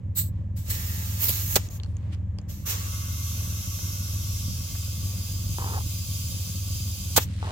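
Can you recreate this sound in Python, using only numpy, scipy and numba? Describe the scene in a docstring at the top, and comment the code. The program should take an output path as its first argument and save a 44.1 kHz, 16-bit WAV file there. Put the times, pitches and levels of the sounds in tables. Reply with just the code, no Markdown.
"""Air spits past a badly seated chuck on the valve of a car tyre, close up, then fills the tyre steadily.
Hisses are noise shaped by colours and resonances; each pull-off is a noise blast ended by a damped swing.
Brass ticks are short ringing cracks, brushes are grainy noise, two low rasps are trains of uneven slips.
Nearby an engine idles, firing pulses ringing its pipe with puffs of noise, over a faint outdoor background."""
import sys
import numpy as np
from scipy import signal
from scipy.fft import rfft, irfft
from scipy.io import wavfile
from scipy.ndimage import uniform_filter1d
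from numba import njit

SR = 44100
rng = np.random.default_rng(int(sys.argv[2]) if len(sys.argv) > 2 else 0)


def store_wav(level_fs):
    """Save 16-bit WAV to argv[1]."""
    pcm = np.round(np.clip(np.atleast_2d(level_fs), -1, 1) * 32767)
    wavfile.write(sys.argv[1], SR, pcm.T.astype(np.int16))


N = 331191
T = np.arange(N) / SR  # time [s]

# exhaust puffs, spectrum: (frequency [Hz], level [dB])
EXHAUST_COLOUR = [(25, -20), (50, 12), (70, 2.5), (95, 9.5), (120, 4.5), (200, 3), (235, -9), (310, -9.5),
                  (390, -33.5), (560, -18.5), (1000, -66.5), (2000, -49), (8000, -88.5)]
# exhaust pipe resonances: (frequency [Hz], width [Hz], level [dB])
PIPE_MODES = [(60.5, 30, -15), (89.65, 32.3, 3.5), (141, 35, -21), (195.4, 40, -22), (279, 96, -29.5),
              (523, 150, -35)]
# weak firings of the idle: (time [s], spread to either side [s], dip [dB])
STUMBLES = [(0.125, 0.02, 6), (0.635, 0.02, 4), (1.69, 0.031, 12), (2.38, 0.039, 8), (2.59, 0.076, 7),
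            (3.635, 0.02, 13), (3.773, 0.02, 11), (4.677, 0.02, 13), (5.23, 0.02, 2.5), (6.035, 0.02, 7),
            (6.31, 0.025, 4.5), (6.44, 0.02, 6), (6.96, 0.025, 9)]
# unequal firings of the near bank, one entry per cylinder: (level [dB])
CYLINDER_LEVELS = [0.8, 2.4, 1.2]
# outdoor background, spectrum: (frequency [Hz], level [dB])
YARD_COLOUR = [(400, 1), (800, -4), (1150, -5.5), (1400, -16), (1700, -8.5), (2300, -14), (3300, -19.5),
               (4800, -28.5), (7400, -21.5), (9000, -40.5), (15800, -33)]
# spurts of air past the chuck; a negative sag swells:
# (start [s], attack [s], length [s], level before sag [dB], sag [dB], share of power in the top octave [dB])
SPURTS = [(0.146, 0.049, 0.14, -21.5, 40.5, 0), (0.555, 0.023, 0.13, -42.5, 16, -1),
          (0.622, 0.13, 0.8, -33.5, 3, -1.38), (0.69, 0.019, 0.053, -26, 38, -0.5),
          (1.177, 0.067, 0.4, -21.5, 11, -0.5), (1.277, 0.013, 0.03, -23, 20.5, -0.5),
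          (1.463, 0.074, 0.087, -29, 7, -0.3), (1.563, 0.011, 0.11, -40.5, 12, -5),
          (1.694, 0.015, 0.076, -46.5, -1.5, -1), (2.476, 0.03, 0.17, -43, 12.5, -2.5),
          (2.648, 0.023, 0.06, -31, -11, -1), (2.686, 0.033, 0.2, -30, 14.5, -3),
          (7.183, 0.022, 0.05, -34, -2, -2)]
# leaking air, spectrum: (frequency [Hz], level [dB])
LEAK_COLOUR = [(300, -5.5), (800, -8), (1200, -5.5), (2400, -4.5), (3000, -2.5), (4600, -3), (7000, 1.5),
               (8600, -5.5), (10000, -10.5), (12500, -3.5), (15500, -6)]
# resonances of the gap, which change with the angle of the chuck:
# (start [s], end [s], frequency [Hz], width [Hz], level relative to the leak [dB])
GAP_MODES = [(0.137, 0.3, 4100, 900, -15.5), (0.146, 0.3, 7800, 980, -6), (0.14, 0.3, 14300, 1500, -2),
             (0.69, 0.95, 14600, 2000, -12), (0.56, 0.75, 7900, 700, -13.5), (0.685, 0.758, 4130, 900, -19),
             (0.696, 1.02, 1920, 350, -16), (0.765, 1.2, 6600, 1800, -28), (1.208, 1.31, 13800, 3000, -2.5),
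             (1.214, 1.566, 12500, 800, -13.5), (1.322, 1.55, 6480, 1300, -13),
             (1.253, 1.414, 4204, 1500, -14.5), (1.692, 1.78, 6600, 890, -7),
             (2.469, 2.78, 6020, 998, -9.5), (2.477, 2.655, 12700, 994, -5), (7.175, 7.215, 3500, 500, -13)]
# hand, sleeve and hose on the rim: (middle [s], spread to either side [s], level [dB], centre [Hz])
BRUSHES = [(0.373, 0.051, -69, 2530), (1.89, 0.059, -70, 6440), (1.908, 0.064, -77, 12900),
           (2.08, 0.085, -64, 1870), (2.136, 0.012, -51.5, 2500), (2.14, 0.0061, -61, 6950),
           (3.79, 0.0041, -46.5, 596), (4.755, 0.0061, -49.5, 750.4), (7.343, 0.1, -52, 3970),
           (7.484, 0.047, -46, 3150)]
# chuck knocking on the valve stem: (time [s], level [dB], ring [Hz], rim thud relative to the tick [dB])
TICKS = [(1.294, -14, 7800, -15), (1.6876, -29, 6350, -28), (1.7993, -30, 3800, -15),
         (1.8342, -27.5, 4450, -19), (1.8456, -40, 4550, -7), (1.861, -42, 4060, -3),
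         (1.968, -35, 6700, -18), (2.147, -43, 5000, -8), (2.386, -30.5, 4900, -7.5),
         (2.415, -44, 6530, -10.5)]
# chuck pulled off: (time [s], blast length [s], blast level [dB], snap level [dB], snap pitch [Hz])
RELEASES = [(1.555, 0.0093, -12, -4.5, 540), (7.161, 0.0183, -11, -0.5, 800)]
# blast of line pressure, spectrum: (frequency [Hz], level [dB])
BLAST_COLOUR = [(120, -36), (200, -6), (1290, 0.5), (1900, -5), (4160, 0), (5470, -1), (6330, 1),
                (8180, 1.5), (9640, -10), (12200, 0), (15800, 2)]
# jolted wheel, spectrum: (frequency [Hz], level [dB])
WHEEL_COLOUR = [(200, -3.5), (420, 1), (620, -3.5), (950, -3.5), (1400, -7), (3000, -9.0), (12000, -43.5)]
# air through the seated valve, spectrum: (frequency [Hz], level [dB])
FILL_COLOUR = [(500, -12), (1200, -19), (1850, -29), (2400, -8), (3000, -3.5), (4200, -4), (5600, 0),
               (6900, 1.5), (8400, -5.5), (10200, -3), (12400, 2.5), (14000, 3), (15600, -2.5)]
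# modes of the valve bore: (fade-in [s], fade-out [s], frequency [Hz], width [Hz], level relative to the hiss [dB])
VALVE_MODES = [(2.43, 4, 6000, 930, -6.5), (3.3, 4.5, 5600, 330, -9.5), (2.7, 4.03, 12100, 1200, -7.5),
               (4.05, 7.2, 4840, 330, -10), (6.1, 8.2, 4790, 140, -17), (4.33, 7.2, 11000, 350, -16),
               (4.18, 8.3, 15000, 630, -11)]
# air modes inside the tyre: (frequency [Hz], width [Hz], level [dB])
CAVITY_MODES = [(1130, 36, 9), (1293, 13, 6.5), (1451, 8.3, 9.5), (1637, 10.4, 3.5), (2109, 20.5, 7.5),
                (2740, 68, 4), (3180, 70, -20)]
# rubbing: (start [s], length [s], level [dB], resonance [Hz], scratchy share [dB])
RUBS = [(5.585, 0.23, -38, 870, -44), (7.428, 0.12, -38.5, 780, -19)]

# firings of one cylinder bank: mean rate slowly sinking, with a periodic swing (hunting) around it
IDLE_HZ, IDLE_SAG_HZ_PER_S, PHASE_DELAY_S = 20.145, 0.053, 0.032
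HUNT_HZ, HUNT_PERIOD_S, HUNT_PEAK_S = 0.45, 1.25, 0.8
BOOM_DB, PUFF_DB, PUFF_DECAY_S, FAR_BANK_DB = -30.5, -38, 0.008, 0.5
SAG_S, SHUT_S = 0.085, 0.013  # the hand presses the gap narrower, then shuts it
SEATED_S, SEAT_RISE_S, FILL_DB, FILL_TOP_DB = 2.71, 0.23, -38, -4  # levels as the fill starts
FILL_SAG_DB_PER_S, TOP_SAG_DB_PER_S = 0.5, 0.6  # weaker and duller as the tyre fills
PUSH_S, PUSH_RISE_S, PUSH_DB = 5.83, 0.056, 1.5  # a firmer push opens the valve wider
MODE_FADE_S = 0.65  # each valve resonance comes and goes over this time
TOP_HZ = 15950  # upper limit of the whole sound


def undb(db):
    """Decibels to gain."""
    return 10 ** (np.asarray(db) / 20)


def unit(x):
    """Scale to rms 1."""
    return x / np.sqrt(np.mean(x ** 2))


def gate(start, end, rise, fall):
    """Opens at start within rise seconds; dies away exponentially after end."""
    return np.clip((T - start) / rise, 0, 1) * np.exp(-np.maximum(T - end, 0) / fall)


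def ease(start, rise):
    """A smooth step from 0 to 1."""
    return np.sin(np.pi / 2 * np.clip((T - start) / rise, 0, 1)) ** 2


def walk(rate):
    """Smooth chance with a spread near 1, given a new target rate times a second."""
    count = int(N / SR * rate) + 2
    return 1.2 * np.interp(T * rate, np.arange(count), rng.standard_normal(count))


def colour(x, points):
    """Shape a sound by (frequency [Hz], level [dB]) points, falling off under the lowest; rms 1."""
    hz, db = np.transpose(points)
    f = np.maximum(np.arange(N // 2 + 1) * SR / N, 1)
    gain = undb(np.interp(np.log(f), np.log(hz), db))
    gain = gain * np.minimum(f / hz[0], 1)
    return unit(irfft(rfft(x, N) * gain, N))


def ring(x, hz, width):
    """A fixed resonance, gain 1 at its centre."""
    return signal.lfilter(*signal.iirpeak(min(hz, SR / 2 - 1000), hz / width, fs=SR), x)


def band(x, hz, width):
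    """A resonance with steep sides; rms 1."""
    return unit(ring(ring(x, hz, width), hz, width))


@njit
def glide(x, hz, width):
    """A resonance whose centre and width move."""
    y, b, l = np.empty(len(x)), 0., 0.  # output, band and low states
    for i in range(len(x)):
        g, k = np.tan(np.pi * hz[i] / SR), width[i] / hz[i]
        v = (b + g * (x[i] - l)) / (1 + g * (g + k))
        b, l, y[i] = 2 * v - b, l + 2 * g * v, k * v
    return y


def scatter(x, t60, direct):
    """Direct sound plus dense reflections that differ for the two microphones: a fine comb, level overall."""
    t = np.arange(SR // 2) / SR
    response = rng.standard_normal((2, len(t))) * undb(-60 * t / t60)
    response /= np.linalg.norm(response, axis=1, keepdims=True)
    response[[0, 1], [12, 0]] += direct  # 12 samples later on the left
    lead = 128  # samples of room for what the levelling spreads ahead of the onset
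    spectrum = rfft(np.pad(response, ((0, 0), (lead, 0))))
    spectrum /= np.sqrt(uniform_filter1d(np.abs(spectrum) ** 2, size=200, axis=1))
    return signal.oaconvolve(np.atleast_2d(x), irfft(spectrum), axes=1)[:, lead:lead + N]


def jet(spread):
    """Turbulence mirrored by the steel wheel, with a diffuse share."""
    mirrored = scatter(rng.standard_normal(N), t60=0.14, direct=0.39)
    return unit(mirrored + spread * rng.standard_normal((2, N)))


def brighten(x, top_db):
    """Give the top octave its share of the power: a narrower gap hisses higher."""
    top = signal.sosfiltfilt(signal.butter(4, 10500, "high", fs=SR, output="sos"), x)
    share = np.clip(undb(top_db) ** 2, 0, .95)
    return unit(top) * np.sqrt(share) + unit(x - top) * np.sqrt(1 - share)


def engine():
    """A lumpy, hunting idle: near-bank firings boom in the pipe, both banks puff, some firings are weak."""
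    hunting = HUNT_HZ * np.cos(2 * np.pi * (T - HUNT_PEAK_S) / HUNT_PERIOD_S)
    bank_hz = IDLE_HZ - IDLE_SAG_HZ_PER_S * T + hunting
    turns = np.cumsum(bank_hz) / SR - PHASE_DELAY_S * IDLE_HZ  # one firing per whole number
    dip_db = sum(db * np.exp(-((T - s) / spread) ** 2 / 2) for s, spread, db in STUMBLES)

    firings = np.gradient(np.floor(turns + 0.0068 * walk(20)))  # slightly uneven timing
    cylinder_db = np.take(CYLINDER_LEVELS, np.round(turns).astype(int), mode="wrap")
    pulses = firings * undb(0.5 * walk(28) - dip_db + cylinder_db)
    boom = sum(undb(db) * band(ring(pulses, hz, width), hz, width) for hz, width, db in PIPE_MODES)

    def puff(phase):
        """Gas bursts out at each firing and dies away."""
        return np.exp(-(phase % 1) / IDLE_HZ / PUFF_DECAY_S)

    gas = puff(turns) + undb(FAR_BANK_DB) * puff(turns + .5) + 0.18  # banks alternate over a steady flow
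    gas = gas * undb(1.8 * walk(25) - 0.21 * dip_db)
    puffs = gas * (rng.standard_normal(N) + 0.5 * rng.standard_normal((2, N)))
    return unit(boom) * undb(BOOM_DB) + undb(PUFF_DB) * colour(puffs, EXHAUST_COLOUR)


def yard():
    """Faint outdoor background: wide noise with a slowly wandering level."""
    air = rng.standard_normal(N) + rng.standard_normal((2, N))
    return colour(air, YARD_COLOUR) * undb(-62.0 + 3.2 * walk(5.3))


def spurts():
    """Each spurt swells, sags and is shut off; gives their joint strength and the top octave's share [dB]."""
    power, top = 1e-14, 0
    for s, attack, length, db, sag_db, top_db in SPURTS:
        sag = sag_db * (1 - np.exp(-np.maximum(T - s - attack, 0) / SAG_S))
        shut = np.exp(-np.maximum(T - s - length, 0) / SHUT_S)
        spurt = ease(s, attack) * undb(db - sag) * shut
        power = power + spurt ** 2
        top = top + spurt ** 2 * top_db
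    return np.sqrt(power), top / power


def leaks():
    """Air sputters through the gap between chuck and valve and rings its resonances."""
    strength, top_db = spurts()
    hiss, power = brighten(colour(jet(spread=0.36), LEAK_COLOUR), top_db), 1
    whistling = jet(spread=0.25)
    for start, end, hz, width, db in GAP_MODES:
        share = gate(start, end, 0.019, 0.022) * undb(db)
        hiss = hiss + band(whistling, hz, width) * share
        power = power + share ** 2
    # stronger leaks sputter more
    sputter_db = 1.5 * strength / strength.max() * walk(260)
    return hiss / np.sqrt(power) * strength * undb(sputter_db + 1.43)


def brushes():
    """Hand, sleeve and hose brush and bump the rim: soft grainy swishes of noise."""
    grain = rng.standard_normal((2, N)) * undb(1.9 * walk(370))
    grain = signal.sosfilt(signal.butter(6, 8200, fs=SR, output="sos"), grain) + 0.32 * grain
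    out = 0
    for s, spread, db, hz in BRUSHES:
        stroke = np.exp(-((T - s) / spread) ** 2 / 2)
        out = out + unit(ring(grain, hz, 1.45 * hz)) * undb(db) * stroke
    return out


def ticks():
    """Brass on brass: a tiny crack that rings briefly and thuds into the rim."""
    out = np.zeros((2, N))
    age = np.arange(SR // 10) / SR
    for s, db, hz, thud_db in TICKS:
        decay = np.exp(-age / 0.0011) + 0.088 * np.exp(-age / .012)
        crack = rng.standard_normal((2, len(age))) * decay
        tick = ring(ring(crack, hz, 800), hz, 3000)
        tick = tick + 0.52 * ring(ring(crack, 3200, 900), 3200, 2000)
        tick = tick + 0.26 * ring(ring(crack, 5500, 2000), 6300, 2000)
        knock = rng.standard_normal(len(age)) * np.exp(-age / 0.0071)
        thud = ring(ring(knock, 350, 700), 410, 700)
        both = tick / np.abs(tick).max() + undb(thud_db) * thud / np.abs(thud).max()
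        start = int(s * SR)
        out[:, start:start + len(age)] += undb(db - 1.0) * both
    return out


def releases():
    """Full line pressure blasts out until the valve snaps shut with one heavily damped swing, jolting the wheel."""
    air, out = colour(jet(spread=0.98), BLAST_COLOUR), 0
    wheel = colour(rng.standard_normal(N) + 2.0 * rng.standard_normal((2, N)), WHEEL_COLOUR)
    for s, length, blast_db, snap_db, snap_hz in RELEASES:
        shut = s + length
        age = np.maximum(T - shut, 0)
        snap = np.sin(2 * np.pi * snap_hz * age) * np.exp(-age * snap_hz / 0.43)
        jolt = wheel * undb(-16.0) * gate(shut, shut, 0.00051, 0.0083)
        out = out + air * undb(blast_db) * gate(s, shut, 0.22 * length, 0.0057)
        out = out + undb(snap_db) * (snap + jolt)
    return out


def filling():
    """The seated valve hisses, its bore resonances handing over; the tyre's air modes ring along."""
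    age, pulled_off = np.maximum(T - SEATED_S, 0), RELEASES[-1][0]
    air, valve = jet(spread=0.32), 0
    for start, end, hz, width, db in VALVE_MODES:
        share = ease(start, MODE_FADE_S) * (1 - ease(end, MODE_FADE_S))
        valve = valve + band(air, hz, width) * share * undb(db + 1.2 * walk(8))
    hiss = brighten(colour(jet(spread=0.12), FILL_COLOUR), FILL_TOP_DB - TOP_SAG_DB_PER_S * age)
    push_db = PUSH_DB * ease(PUSH_S, PUSH_RISE_S)
    flow_db = FILL_DB - FILL_SAG_DB_PER_S * age + push_db + 0.72 * walk(13)
    flow = gate(SEATED_S, pulled_off, SEAT_RISE_S, 0.015) * undb(flow_db)
    # the jet into the tyre starts as the pin is pushed in and weakens as the pressures approach
    cavity = 0
    for hz, width, db in CAVITY_MODES:
        cavity = cavity + undb(db) * ring(rng.standard_normal((2, N)), hz, width)
    inside_db = -59.5 + 12.3 * np.exp(-age / 1.76)
    inside = unit(cavity) * gate(SEATED_S - .08, pulled_off, 0.05, .02) * undb(inside_db)
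    return (hiss + valve) * flow + inside


def rubs():
    """Stick and slip: a first jerk, then uneven small slips into a dull resonance, fading as the grip eases."""
    out = np.zeros(N)
    for s, length, db, hz, scratch_db in RUBS:
        times = s + np.r_[0, np.cumsum(rng.gamma(2, .0012, 200))]
        sizes = undb(3 * rng.standard_normal(len(times)))
        sizes[0] = 3.5  # the first jerk
        heard = times < T[-1]
        slips = np.zeros(N)
        slips[(times[heard] * SR).astype(int)] = sizes[heard]
        slips *= gate(s - .01, s + length - .015, .005, 0.0098)
        centre = hz * (1 + 0.08 * walk(18))  # the resonance shifts with the grip
        body = ring(glide(slips, centre, np.full(N, 260.)), hz, 750)
        low = 0.61 * ring(ring(slips, 410, 850), 410, 850)
        rasp = body + low + undb(scratch_db) * ring(slips, 2500, 550)
        # unit() averages over the whole scene: rescale to the length of the rub
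        out += unit(rasp) * np.sqrt(min(length, T[-1] - s) * SR / N) * undb(db)
    return np.array([np.roll(out, 10), out])  # 10 samples later at the left microphone


def scene():
    """Air and handling at the wheel, a weak echo from the surroundings, the engine and the yard."""
    near = leaks() + brushes() + ticks() + releases() + filling() + rubs()
    echo = undb(-26.0) * scatter(near, t60=0.12, direct=0)
    return near + echo + engine() + yard()


def record(dry):
    """The right microphone takes more of the top octave; peaks clip at full scale, then all above TOP_HZ is cut."""
    top = signal.sosfiltfilt(signal.butter(4, 11200, "high", fs=SR, output="sos"), dry)
    heard = dry - top + top * undb(np.array([[-3.5], [2.2]]))  # left, right
    cut = signal.ellip(10, .2, 70, TOP_HZ, fs=SR, output="sos")
    return signal.sosfilt(cut, np.clip(heard, -1, 1))


dry = scene()
out = record(dry)
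store_wav(out)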